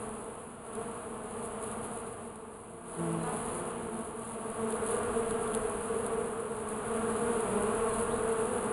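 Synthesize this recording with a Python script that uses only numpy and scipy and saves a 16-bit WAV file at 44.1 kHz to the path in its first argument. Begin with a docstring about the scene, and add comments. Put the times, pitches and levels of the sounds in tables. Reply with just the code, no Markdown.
"""From the start, dozens of honeybees work a shrub, their wingbeats merging into one hum; single bees
swing close, and leaves rustle and tick over a soft outdoor rush with low puffs of wind. From 2.7 s to
about 4 s a bigger, deeper bee hovers by, and a far bird chips once. Near 4.6 s the microphone sinks to a
lower bough, where the hum is louder and brighter; around 8 s the bird chips three more times.
Throughout, the treble is hollow and fizzy."""
import sys
import numpy as np
from scipy import signal
from scipy.fft import rfft, irfft, next_fast_len
from scipy.io import wavfile
from scipy.ndimage import map_coordinates

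SR = 44100
rng = np.random.default_rng(int(sys.argv[2]) if len(sys.argv) > 2 else 0)


def materialize(psi):
    """Save the field psi as 16-bit PCM at rate SR to the path in sys.argv[1].

    A 1-D psi becomes a single channel; in a 2-D psi each row is a channel.
    """
    bounded = np.clip(np.atleast_2d(psi).T, -1, 1)
    quanta = np.round(bounded * 32767).astype(np.int16)
    wavfile.write(sys.argv[1], SR, quanta)


N = 384552
TIME = np.arange(N) / SR

# harmonics of the snap as the wings turn over: (multiple of the wingbeat, relative level/dB)
WING_SNAP = [(1, -18.5), (2, -12), (3, 2.5), (4, -0.5), (5, 2), (6, -3.5), (7, -8.5), (8, -15), (10, -18),
             (13, -17), (20, -37)]


def amp(db):
    """Amplitude ratio of a level in decibels."""
    return 10 ** (np.asarray(db) / 20)


def unit(x):
    """Normalisation to an rms of 1."""
    return x / np.sqrt(np.mean(x ** 2) + 1e-20)


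def along(points, hz):
    """Interpolation on a logarithmic frequency axis."""
    f, level = np.transpose(points)
    return np.interp(np.log(hz + 1e-6), np.log(f), level)


def wobble(rate):
    """Slow random modulation: a spline through `rate` knots a second."""
    coarse = np.linspace(0, TIME[-1], 2048)
    knots = rng.standard_normal(2048)
    return np.interp(TIME, coarse, map_coordinates(knots, [coarse * rate], mode="mirror"))


def filtered(x, response):
    """Linear filtering: the spectrum of x times a frequency response."""
    size = next_fast_len(N + SR // 2)
    return irfft(rfft(x, size) * response(np.fft.rfftfreq(size, 1 / SR)), size)[:N]


def coloured(x, spectrum):
    """Spectral shaping by a table of (f/Hz, level/dB)."""
    return filtered(x, lambda hz: amp(along(spectrum, hz)))


def swell(offset_db, growth):
    """Common modulation: a layer lies offset_db over the swarm's mean and follows `growth` dB per dB."""
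    # the swarm's loudness as the microphone moves along the shrub: (t/s, level/dB)
    swarm_levels = [(0.0, -43.5), (0.6, -50.0), (0.8, -43.5), (1.1, -46.0), (1.7, -42.5), (2.05, -45.0),
                    (2.4, -51), (2.8, -52), (3.05, -41.5), (3.5, -40.0), (4.15, -46.5), (4.95, -38.0),
                    (6.1, -40.5), (6.48, -43.5), (7.0, -38), (7.7, -36.5), (8.05, -38), (8.72, -38.0)]
    level_db = np.interp(TIME, *np.transpose(swarm_levels))
    return amp(level_db.mean() + offset_db + growth * (level_db - level_db.mean()))


def wing_snap(cycles, scatter_db=0, size=4096):
    """Fourier synthesis: a periodic snap is a harmonic series, here with each bee's own phases."""
    orders = np.arange(1, round(WING_SNAP[-1][0]) + 1)
    strengths = amp(along(WING_SNAP, orders) + scatter_db * rng.standard_normal(len(orders)))
    phasors = np.exp(2j * np.pi * rng.random(len(orders)))
    period = unit(irfft(np.append(0, strengths * phasors), size))
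    return period[(cycles * size).astype(int) % size]


def swarm(beat_hz, spread, wander, flutter, roam_db, count=30):
    """Incoherent addition: each bee's wingbeat wavers as it steers, its level as it nears and recedes."""
    tone, octave, rasp = np.zeros((3, N))
    for rank in np.linspace(-1, 1, count):
        detune = spread * np.arcsin(rank * np.sqrt(3) / 2)  # most bees beat near the middle rate
        hz = beat_hz * (1 + detune + wander * wobble(5) + flutter * wobble(28))
        cycles = rng.random() + np.cumsum(hz) / SR
        nearness = amp(roam_db * wobble(3))
        stroke = np.sin(2 * np.pi * cycles)
        tone += nearness * stroke
        octave += nearness * (2 * stroke ** 2 - 1)  # lift peaks on both the up and the down stroke
        rasp += nearness * wing_snap(cycles, scatter_db=1.0)
    return unit(tone), unit(octave), unit(rasp)


def hum_at_boughs(tone, octave, rasp, sink_at_s, sink_s, octave_lift_db):
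    """Timbre depends on position in a sound field: by the lower bough, octave and rasp stand out."""
    # brightening of the rasp by the lower bough: (f/Hz, gain/dB)
    bough_colour = [(700, -1), (900, -1.3), (1150, 0.5), (1600, 3), (2100, 0), (3000, -2.5)]
    lowered = (1 + np.tanh((TIME - sink_at_s) / sink_s)) / 2  # 0 at the upper bough, 1 at the lower
    octave = amp(octave_lift_db * lowered) * octave
    rasp = (1 - lowered) * rasp + lowered * coloured(rasp, bough_colour)
    return swell(-4.4, growth=0.85) * tone + swell(-1.3, growth=0.83) * octave + swell(-1.78, 1) * rasp


def wing_draught():
    """Vortex shedding: the eddies from all the wings make broadband noise."""
    # spectrum of the eddies: (f/Hz, relative density/dB)
    eddy_spectrum = [(600, -24), (1400, 4), (1900, -3), (2800, -0.5), (4000, -8.5), (6000, -5),
                     (10000, -20.5)]
    return swell(-11, growth=1) * unit(coloured(rng.standard_normal(N), eddy_spectrum))


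def passing_bees(flutter):
    """Inverse-distance law: a near bee rises out of the hum, its pitch gliding as it passes."""
    # closest approaches: (t/s, tone/dB, octave/dB, snap/dB, wingbeat f/Hz, glide/(Hz/s), half-length/s)
    approaches = [(0.055, -46, -46, -53, 216.6, -3, 0.092), (1.392, -47, -48, -54, 231.8, -20.5, 0.073),
                  (3.282, -49, -54, -39.5, 245.5, 129.5, 0.031), (3.334, -51, -48, -43, 205.6, 89.5, 0.044),
                  (4.004, -42.5, -49, -46, 221.3, 0, 0.036), (4.66, -39, -45, -45, 224, -3, 0.05),
                  (5.2, -49, -39.5, -52, 227.4, -9.5, .13), (5.46, -46.5, -37.5, -46.5, 234, 1, 0.066),
                  (5.922, -52, -36, -48, 226.6, 0, 0.035), (6.156, -51, -37, -45.5, 228.3, 9.5, .12),
                  (7.04, -37, -50, -46, 222, 0, 0.12), (7.316, -41, -34.5, -41.5, 233.9, -20, .1),
                  (7.549, -38, -39, -40, 197.8, 100, 0.062), (7.689, -43.5, -41, -42, 203, 50.5, 0.062),
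                  (7.852, -43.5, -36.5, -41.5, 220, -50, 0.088), (8.308, -53, -33, -42.5, 225.2, 7, 0.081)]
    out = np.zeros(N)
    for s, tone_db, octave_db, snap_db, hz, glide, half in approaches:
        t = TIME - s
        bend_hz = 2 * half * glide * np.tanh(t / (2 * half))
        cycles = np.cumsum(hz * (1 + flutter * wobble(25)) + bend_hz) / SR
        nearness = np.exp(-np.abs(t) / (4 * half)) / np.hypot(1, t / half)  # foliage soon screens it
        stroke = amp(tone_db) * np.sin(2 * np.pi * cycles) + amp(octave_db) * np.sin(4 * np.pi * cycles)
        out += nearness * (np.sqrt(2) * stroke + amp(snap_db) * wing_snap(cycles))
    return out


def big_bee(flutter, rasp_db, takeoff_s, settle_s, sag_hz_per_s):
    """Slow, broad wings radiate mainly low harmonics; the overtones go as effort squared and fade first."""
    # short flights: (start t/s, hold/s, wingbeat f/Hz, fundamental level/dB, octave level/dB)
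    flights = [(2.66, 0.31, 174, -57.5, -58), (2.955, 0.18, 168.5, -36, -39.5), (3.5, 0.11, 178, -51, -45),
               (3.74, .22, 176, -54.5, -51)]
    out = np.zeros(N)
    for s, held, hz, tone_db, octave_db in flights:
        t = np.maximum(TIME - s, 0)
        settling = np.exp(-(np.maximum(t - held, 0) / settle_s) ** 1.3)
        effort = np.minimum(t / takeoff_s, 1) * settling
        cycles = np.cumsum(hz * (1 + flutter * wobble(30)) - sag_hz_per_s * t) / SR
        tone = amp(tone_db) * effort * np.sin(2 * np.pi * cycles)
        overtones = np.sin(4 * np.pi * cycles) + amp(rasp_db) * wing_snap(cycles)
        out += np.sqrt(2) * (tone + amp(octave_db) * effort ** 2 * overtones)
    return out


def leaf_hiss(contacts_per_s, contact_db, flicker_db):
    """Shot noise: tiny random contacts of legs, wings and leaves dot a fine, flickering hiss."""
    # spectrum of the foliage: (f/Hz, relative density/dB)
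    hiss_spectrum = [(1000, -40), (2500, -8.5), (5000, 0), (8000, 0.5), (12000, -1)]
    contacts = (rng.random(N) < contacts_per_s / SR) * rng.standard_normal(N)
    hiss = rng.standard_normal(N) * amp(flicker_db * wobble(30))
    return swell(-7, growth=0.88) * unit(coloured(hiss + amp(contact_db) * unit(contacts), hiss_spectrum))


def leaf_rustles(slips_per_s, slip_db):
    """Sliding friction: each brush of leaves swells and fades, a spray of tiny slips over a hiss."""
    # leaves brushing each other, and a longer swish from about 2.9 s to 3.7 s: (start t/s, length/s, peak
    # level/dB)
    brushes = [(0.727, 0.042, -52), (1.413, 0.069, -48.5), (1.608, .14, -48), (1.804, 0.22, -49.5),
               (2.87, .16, -53), (3.177, 0.48, -47.5), (3.922, 0.17, -51), (4.19, .18, -50),
               (4.68, 0.13, -47), (4.833, 0.17, -42.5), (5.433, .26, -51), (7.865, 0.19, -44)]
    # spectrum of sliding leaves: (f/Hz, relative density/dB)
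    friction_spectrum = [(1500, -30), (3000, -8), (4200, -2), (7500, -0.5), (10000, -0.5), (12000, -1.5)]
    envelope = np.zeros(N)
    for s, length, db in brushes:
        progress = np.clip((TIME - s) / length, 0, 1)
        envelope += amp(db) * 2 * np.sqrt(progress * (1 - progress))
    slips = (rng.random(N) < slips_per_s / SR) * rng.standard_normal(N)
    friction = rng.standard_normal(N) + amp(slip_db) * unit(slips)
    return envelope * unit(coloured(friction, friction_spectrum))


def leaf_ticks(snap_t60, scrape_t60, scrape_db):
    """Impulsive excitation: a stiff leaf snaps free, jolts its twig and scrapes over its neighbour."""
    # leaves springing free: (t/s, leaf drive level/dB, twig drive level/dB)
    releases = [(.753, -38, -47), (1.451, -38, -46), (1.626, -35, -50), (1.843, -41, -50),
                (2.357, -43, -45), (3.453, -36, -46), (4.195, -40, -54), (4.501, -38, -52),
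                (4.706, -32.5, -61), (4.724, -36, -30), (4.872, -36, -44), (4.918, -39, -34),
                (5.308, -31, -38), (5.476, -34, -40), (5.541, -36, -31), (5.549, -24.5, -34),
                (5.696, -31, -50.5), (6.064, -33, -35), (6.688, -31.5, -40), (7.624, -32, -48),
                (7.894, -32.5, -42)]
    # treble response of a leaf: (f/Hz, gain/dB)
    leaf_response = [(2000, -38), (5000, -4), (7500, 0.5), (10000, 0), (12000, 3.5)]
    # lower response of a twig: (f/Hz, gain/dB)
    twig_response = [(1000, -40), (2500, -1.5), (4500, 4.5), (7000, -6), (10000, -34)]
    force = np.zeros((2, N + SR))
    t = np.arange(SR // 4) / SR
    decay = amp(-60 * t / snap_t60) + amp(scrape_db - 60 * t / scrape_t60)
    for s, leaf_db, twig_db in releases:
        start = round(s * SR)
        force[:, start:start + len(t)] += amp([[leaf_db], [twig_db]]) * decay
    leaf, twig = force[:, :N] * rng.standard_normal((2, N))
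    return coloured(leaf, leaf_response) + coloured(twig, twig_response)


def far_bird(half_length_s, echo_t60, echo_db):
    """Reverberation by scattering: the trees give each short whistle a decaying tail."""
    # whistled chips: (t/s, level/dB, f/Hz, glide/(Hz/s))
    chips = [(3.22, -55, 4030, 0), (7.913, -52, 4150, -5000), (8.118, -48, 3680, 30000),
             (8.175, -58, 3900, -4)]
    direct = np.zeros(N)
    for s, db, hz, glide in chips:
        t = TIME - s
        envelope = amp(db) * np.exp(-(t / half_length_s) ** 2)
        direct += envelope * np.sin(2 * np.pi * t * (hz + glide * t / 2))
    t = np.arange(SR // 2) / SR
    trees = rng.standard_normal(len(t)) * amp(-60 * t / echo_t60)
    return direct + amp(echo_db) * signal.fftconvolve(direct, trees / np.linalg.norm(trees))[:N]


def breeze():
    """Turbulence: a soft outdoor rush, and low puffs where the moving air reaches the microphone."""
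    # spectrum of the rush: (f/Hz, relative density/dB)
    rush_spectrum = [(5, -21), (25, -5), (70, -2.5), (110, 0), (300, -1), (540, -3), (820, -3), (1200, -6),
                     (1900, -25), (4000, -29.5), (8000, -69)]
    # puffs of wind: (t/s, half-length/s, peak level/dB)
    puffs = [(1.65, .22, -57), (3.52, .08, -57), (5.15, .17, -53), (5.7, .12, -50), (7.85, 0.33, -50.5)]
    # rumble of a puff: (f/Hz, relative density/dB)
    puff_spectrum = [(8, -9), (30, -3), (60, 1), (110, -14), (250, -35), (1000, -80)]
    rush = swell(-1.7, growth=0.77) * unit(coloured(rng.standard_normal(N), rush_spectrum))
    gusts = sum(amp(db) * np.exp(-((TIME - s) / half) ** 2 / 2) for s, half, db in puffs)
    return rush + gusts * unit(coloured(rng.standard_normal(N), puff_spectrum))


def scene():
    """Superposition: the pressures from bees, foliage, bird and air add at one microphone."""
    tone, octave, rasp = swarm(beat_hz=224.04, spread=0.072, wander=0.035, flutter=0.016, roam_db=3)
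    bees = hum_at_boughs(tone, octave, rasp, sink_at_s=4.57, sink_s=0.24, octave_lift_db=4.5)
    bees += wing_draught() + passing_bees(flutter=0.005)
    bees += big_bee(flutter=0.00403, rasp_db=-11.5, takeoff_s=0.045, settle_s=0.17, sag_hz_per_s=12.3)
    foliage = leaf_hiss(contacts_per_s=220, contact_db=-6.5, flicker_db=1.33)
    foliage += leaf_rustles(slips_per_s=500, slip_db=8.5)
    foliage += leaf_ticks(snap_t60=0.016, scrape_t60=0.041, scrape_db=-16.5)
    bird = far_bird(half_length_s=0.021, echo_t60=0.44, echo_db=-2)
    return (bees + foliage + bird + breeze())[None]


def record(dry, notch_hz=5520, top_hz=11800):
    """Interference: two paths in the housing cancel at one pitch; a resonance near 10 kHz adds fizz."""
    # treble colour, a resonance near 10 kHz, a narrow dip at 11 kHz, faint fizz above: (f/Hz, gain/dB)
    treble_colour = [(3000, 0), (4000, 0), (6000, -5.5), (7000, -2), (8000, 1.5), (9000, 6), (10000, 11.5),
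                     (10550, 11), (10850, 2.5), (11050, -10.5), (11350, -5), (11750, -26)]

    def response(hz):
        two_paths = np.abs(np.cos(np.pi / 2 * hz / notch_hz))
        return two_paths * amp(along(treble_colour, hz)) * (hz < top_hz)

    return filtered(dry[0], response)[None]


dry = scene()
out = record(dry)
materialize(out)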